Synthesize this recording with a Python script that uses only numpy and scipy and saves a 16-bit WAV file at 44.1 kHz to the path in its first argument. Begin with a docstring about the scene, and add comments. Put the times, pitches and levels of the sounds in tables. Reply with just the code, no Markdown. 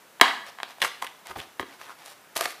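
"""Blister pack prised off its card

A plastic blister pack is prised off its card by hand, close to the microphone in a small room. The stiff
shell buckles with one very loud snap and several small ones: noise cracks and dying sine modes. Filtered
runs of clicks make the crinkles, finger rubs, bumps and the card's tearing near the end; single creases
pop or tick and the freed card knocks. A table echo, a short room tail and a noise floor surround it all.
"""
import sys
import numpy as np
from scipy import signal
from scipy.fft import rfft, irfft
from scipy.io import wavfile

SR = 44100
rng = np.random.default_rng(int(sys.argv[2]) if len(sys.argv) > 2 else 0)


def int16_out(signal):
    """Quantize to a 16-bit WAV file."""
    q = np.round(np.clip(np.atleast_2d(signal).T, -1, 1) * 32767)
    wavfile.write(sys.argv[1], SR, q.astype(np.int16))


N = 114660
RING_SAMPLES = SR // 8
CRACK_T60_S = 0.0084  # base decay of a crack's noise
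SLIPS_PER_S, SLIP_SPREAD_DB = 5500, 2  # hands on plastic

# Modes of the plastic shell. Each row: base frequency in Hz, relative level in dB, base t60 in s.
SHELL_MODES = [(688, -9, 0.0093), (1023, 3, 0.0048), (1247, -1.5, 0.0052), (1680, 0, 0.006),
               (1972, -2.5, 0.0072), (2214, -8.5, 0.01), (2920, -6, 0.005), (3246, -9, 0.012),
               (3920, -6, 0.0041), (4830, -9.5, 0.0016)]
# Bright spectrum of the clicks heard directly. Each row: frequency in Hz, relative level in dB.
FIZZ_SPECTRUM = [(1000, -1), (3500, 8), (6000, 5.5), (11000, 6), (15000, -2.5)]


def from_db(db):
    """Decibels to gain."""
    return 10 ** (np.asarray(db) / 20)


def rms_one(x):
    """Scale to rms 1."""
    return x / np.sqrt(np.mean(x ** 2) + 1e-20)


def add(out, start_s, x):
    """Mix x into out from start_s."""
    i = int(start_s * SR)
    out[i:i + len(x)] += x[:len(out) - i]


def dull(x, hz):
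    """One-pole low-pass."""
    return signal.lfilter(*signal.butter(1, min(hz, SR / 2.2), fs=SR), x)


def low_cut(x, hz):
    """Two-pole high-pass."""
    return signal.lfilter(*signal.butter(2, hz, "high", fs=SR), x)


def resonate(x, hz, q):
    """Resonant band-pass at hz."""
    return signal.lfilter(*signal.iirpeak(hz, q, fs=SR), x)


def colour(x, spectrum, size=4096):
    """Causal minimum-phase filter with the given spectrum; white noise keeps its power."""
    hz, db = np.transpose(spectrum)
    bin_hz = np.arange(size // 2 + 1) * SR / size
    log_gain = np.log(from_db(np.interp(np.log(bin_hz + 1), np.log(hz), db)))
    # folding the cepstrum onto positive time makes the response causal
    cepstrum = np.r_[0, 2 * irfft(log_gain)[1:size // 2]]
    response = irfft(np.exp(rfft(cepstrum, size)))
    return signal.fftconvolve(x, response / np.linalg.norm(response))[:len(x)]


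def ring(modes, stretch):
    """Struck modes as dying sines of alternating sign, peak 1; stretch scales every t60."""
    t = np.arange(RING_SAMPLES) / SR
    x = np.zeros(RING_SAMPLES)
    for k, (hz, db, t60_s) in enumerate(modes):
        decay = from_db(db - 60 * t / (t60_s * stretch))
        x += (-1) ** k * decay * np.sin(2 * np.pi * hz * t)
    return x / np.abs(x).max()


def grains(length_s, per_s, spread_db):
    """Clumps of random, uneven clicks that swell and fade, rms 1 over their length, then silence."""
    swell_shape = 0.38  # low: square bursts, high: rounded
    clump_s, clump_db = .002, 3  # the material sticks and lets go, so clicks come in clumps
    count = SR // 5
    index = np.arange(count)
    swell = np.sin(np.pi * np.clip(index / (length_s * SR), 0, 1)).clip(0) ** swell_shape
    sizes = from_db(spread_db * np.minimum(rng.exponential(1, count), 4))
    signs = rng.choice([-1, 1], count)
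    clump_gains = from_db(clump_db * rng.standard_normal(count).clip(-2, 2))
    clumps = clump_gains[(index / (clump_s * SR)).astype(int)]
    clicks = rng.random(count) < per_s / SR
    x = swell * clumps * sizes * signs * clicks
    return x * np.sqrt(length_s * SR / (np.sum(x ** 2) + 1e-9))


def friction(rows, spectrum, per_s, spread_db):
    """Dense tiny slips sound through the material and hiss directly."""
    out = np.zeros(N)
    for start_s, length_s, db, fizz_db in rows:
        slips = grains(length_s, per_s, spread_db)
        body = rms_one(colour(slips, spectrum)) * slips.std()
        fizz = from_db(fizz_db) * colour(slips, FIZZ_SPECTRUM)
        add(out, start_s, from_db(db) * (body + fizz))
    return out


def snaps():
    """Each buckle cracks with broad noise, rings the shell and flexes the whole pack."""
    # Each row: start in s, level in dB, ring length factor, low-pass in Hz, flex level re shell in dB.
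    buckles = [(0.1984, -20.5, 1.3, 1780, -33), (0.2121, 11, 2.5, 6400, -25.5),
               (0.586, -25.5, 2.4, 2360, -37.5), (0.6012, -20.5, 1.64, 2200, -39),
               (0.6319, -11, 0.46, 7100, -37), (1.5958, -12.5, 2.3, 2700, -17),
               (1.612, -27.5, 5.5, 5040, -15), (1.6277, -24.5, 2.5, 2390, -9)]
    # Modes of the flexing pack. Each row: frequency in Hz, relative level in dB, base t60 in s.
    flex_modes = [(204, -7, 0.039), (293, -2, 0.046), (387, -2, 0.042), (497, 3, 0.017)]
    crack_db, shell_low_hz = -13.5, 324
    out, t = np.zeros(N), np.arange(RING_SAMPLES) / SR
    for start_s, db, stretch, dull_hz, flex_db in buckles:
        decay = from_db(crack_db - 60 * t / (CRACK_T60_S * stretch))
        crack = rng.standard_normal(len(t)) * decay
        shell = low_cut(dull(ring(SHELL_MODES, stretch) + crack, dull_hz), shell_low_hz)
        flex = from_db(flex_db) * ring(flex_modes, 0.94)
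        add(out, start_s, from_db(db) * (shell + flex))
    return out


def crinkles():
    """Runs of tiny creases excite the shell and one of its panels, with a bright fizz on top."""
    # Each row: start in s, length in s, level in dB, panel pitch in Hz, relative fizz level in dB.
    runs = [(0.224, 0.095, -32, 1900, -30), (0.800, 0.017, -46, 3330, -7.5),
            (0.8165, 0.014, -23.5, 3360, -12), (0.829, 0.033, -27.5, 1980, -8.5),
            (0.8465, 0.008, -29, 1280, -34), (0.853, 0.03, -38.5, 2020, -3), (1.015, 0.023, -38, 1000, -9),
            (1.041, 0.012, -36, 2100, -7), (1.302, 0.02, -40, 1280, -15.5), (1.355, 0.019, -37, 880, -23),
            (1.38, 0.029, -41, 2460, -12), (1.81, 0.0082, -43, 1200, -11), (1.862, 0.069, -45, 1260, -13)]
    # Each row: frequency in Hz, relative level in dB.
    shell_spectrum = [(100, -17.5), (450, -0.5), (900, 3), (1900, -1), (3400, -1.5), (5000, -8),
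                      (15000, -75)]
    panel_q, panel_db = 2.3, 1.5
    creases_per_s, crease_spread_db = 7000, 0.5
    out = np.zeros(N)
    for start_s, length_s, db, panel_hz, fizz_db in runs:
        creases = grains(length_s, creases_per_s, crease_spread_db)
        shell = colour(creases, shell_spectrum)
        panel = resonate(shell, panel_hz, panel_q)
        body = rms_one(rms_one(shell) + from_db(panel_db) * rms_one(panel)) * creases.std()
        fizz = from_db(fizz_db) * colour(creases, FIZZ_SPECTRUM)
        add(out, start_s, from_db(db) * (body + fizz))
    return out


def rubbing():
    """Fingers and card slide on the plastic in many tiny slips."""
    # Each row: start in s, length in s, level in dB, relative hiss level in dB.
    rubs = [(0.455, 0.05, -45.5, -11.5), (0.67, 0.061, -49.5, -10.5), (1.252, 0.064, -46.5, -14),
            (1.405, 0.042, -47, -11), (1.66, 0.11, -54, -14), (1.788, 0.083, -50, -8),
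            (1.98, 0.069, -53.5, -8), (2.04, 0.096, -51.5, -0.5)]
    # Each row: frequency in Hz, relative level in dB.
    rub_spectrum = [(100, -21.5), (300, -11), (700, 8.5), (2000, 4.5), (6000, -5), (15000, -27)]
    return friction(rubs, rub_spectrum, SLIPS_PER_S, SLIP_SPREAD_DB)


def pops():
    """A crease pops through: the shell rings around its panel's pitch, under a short bright crack."""
    # Each row: start in s, level in dB, panel pitch in Hz.
    creases = [(0.783, -36.5, 600), (0.8176, -9.5, 2870), (0.8249, -12.5, 2370), (0.8286, -17, 1900),
               (0.8483, -12, 1200), (1.0222, -21.5, 2900), (1.0240, -17.5, 990), (1.0667, -25.5, 3260),
               (1.0715, -28.5, 2680), (1.311, -31, 1260), (1.364, -33.5, 915), (1.4012, -25.5, 3250),
               (2.429, -28, 1490), (2.4564, -24, 4750)]
    panel_q, ring_stretch, crack_db = 1.97, 1.6, -12
    detune = 0.11  # largest log-frequency shift: bending retunes the shell from pop to pop
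    out, t = np.zeros(N), np.arange(RING_SAMPLES) / SR
    for start_s, db, panel_hz in creases:
        bend = np.exp(detune * (2 * rng.random() - 1))
        bent_modes = [(hz * bend, mode_db, t60_s) for hz, mode_db, t60_s in SHELL_MODES]
        panel = resonate(ring(bent_modes, ring_stretch), panel_hz, panel_q)
        crack = rng.standard_normal(len(t)) * from_db(crack_db - 60 * t / CRACK_T60_S)
        pop = panel / np.abs(panel).max() + colour(crack, FIZZ_SPECTRUM)
        add(out, start_s, from_db(db) * pop)
    return out


def ticks():
    """Lone creases, each one sharp click."""
    # Each row: start in s, level in dB.
    clicks = [(1.2703, -18.5), (2.061, -20.5), (2.4420, -13)]
    out = np.zeros(N)
    for start_s, db in clicks:
        add(out, start_s, from_db([db]))
    return colour(out, FIZZ_SPECTRUM)


def bumps():
    """Soft low knocks of slips as the grip shifts on the pack."""
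    # Each row: start in s, length in s, level in dB.
    knocks = [(1.292, 0.04, -47.5), (1.358, 0.05, -42), (1.595, 0.016, -37)]
    # Each row: frequency in Hz, relative level in dB.
    bump_spectrum = [(90, -6.5), (170, -18), (400, -9), (2000, -33)]
    out = np.zeros(N)
    for start_s, length_s, db in knocks:
        slips = grains(length_s, SLIPS_PER_S, SLIP_SPREAD_DB)
        body = rms_one(colour(slips, bump_spectrum)) * slips.std()
        add(out, start_s, from_db(db) * body)
    return out


def tearing():
    """The card gives way in jerks, each a burst of parting fibres."""
    # Each row: start in s, length in s, level in dB, relative fibre fizz level in dB.
    jerks = [(2.352, 0.044, -53.5, 14.5), (2.3598, 0.0062, -29.5, -7), (2.3668, 0.0039, -27.5, 2),
             (2.3742, 0.0043, -39.5, 11), (2.376, 0.048, -40, -7), (2.4088, 0.0046, -27.5, 1.5),
             (2.413, 0.043, -36, -4.5), (2.454, 0.0068, -25, -12.5), (2.46, 0.071, -45, -1.5)]
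    # Each row: frequency in Hz, relative level in dB.
    card_spectrum = [(100, -36), (380, -4.5), (700, -3), (1900, 0), (2600, -4.5), (15000, -29)]
    fibres_per_s, fibre_spread_db = 4300, 2
    return friction(jerks, card_spectrum, fibres_per_s, fibre_spread_db)


def releases():
    """Each time the card springs free it gives a hollow knock, a little higher than the last."""
    # Each row: start in s, level in dB.
    knocks = [(2.3605, -24), (2.390, -25), (2.4098, -16), (2.4562, -21.5)]
    # Modes of the card at its first release. Each row: frequency in Hz, relative level in dB, base t60 in s.
    card_modes = [(372, -12, .04), (640, -3, 0.061), (1118, 0, 0.028)]
    rise_per_s = 1.4  # the part still held gets shorter, so its pitch climbs
    first_s = knocks[0][0]
    out = np.zeros(N)
    for start_s, db in knocks:
        rise = 1 + rise_per_s * (start_s - first_s)
        risen_modes = [(hz * rise, mode_db, t60_s) for hz, mode_db, t60_s in card_modes]
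        add(out, start_s, from_db(db) * ring(risen_modes, 0.99))
    return out


def table_echo(pack):
    """One delayed, dulled reflection off the table."""
    delay_s, echo_db, dull_hz = .0073, -17.5, 2560
    out = np.zeros(N)
    add(out, delay_s, from_db(echo_db) * dull(pack, dull_hz))
    return out


def diffuse_tail(x):
    """A noise tail, drawn anew at each call, that builds up and dies after each sound."""
    # Each row: frequency in Hz, relative level in dB.
    tail_spectrum = [(70, -5), (200, 5.5), (500, 3), (2000, 4), (4500, 6), (15000, -0.5)]
    t60_s, build_s, tail_db = 0.49, 0.0032, -11
    t = np.arange(SR) / SR
    envelope = from_db(-60 * t / t60_s) * (1 - np.exp(-t / build_s))
    tail = colour(rng.standard_normal(SR), tail_spectrum) * envelope
    return signal.fftconvolve(x, from_db(tail_db) * tail / np.linalg.norm(tail))[:N]


def noise_floor():
    """Steady room tone and hiss from coloured noise."""
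    # Each row: frequency in Hz, relative level in dB.
    floor_spectrum = [(60, -20), (115, -10), (550, -3), (1400, -4), (4500, -14.5), (15000, -18)]
    return from_db(-54) * colour(rng.standard_normal(N), floor_spectrum)


def scene(wall_count=4):
    """The pack, its table echo, the room and the floor; a snap cracks differently towards each wall."""
    handling = crinkles() + rubbing() + pops() + ticks() + bumps() + tearing() + releases()
    pack = handling + snaps()
    walls = sum(diffuse_tail(handling + snaps()) for _ in range(wall_count)) / np.sqrt(wall_count)
    mid = pack + table_echo(pack) + walls + noise_floor()
    # faint stereo width: a quiet, independent noise tail, opposite in the two channels
    side = from_db(-51.5) * diffuse_tail(pack)
    return np.array([mid + side, mid - side])


def record(dry):
    """The loudest snap overloads the input; the recorder thins the bass, hisses faintly and cuts the top."""
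    overload, low_hz, hiss_db, cutoff_hz = .9, 76, -73.5, 15000
    clipped = np.clip(dry, -overload, overload)
    hiss = from_db(hiss_db) * rng.standard_normal((2, N))
    x = low_cut(clipped, low_hz) + hiss
    top_cut = signal.ellip(10, .1, 70, cutoff_hz, fs=SR, output="sos")
    return signal.sosfilt(top_cut, x)


dry = scene()
out = record(dry)
int16_out(out)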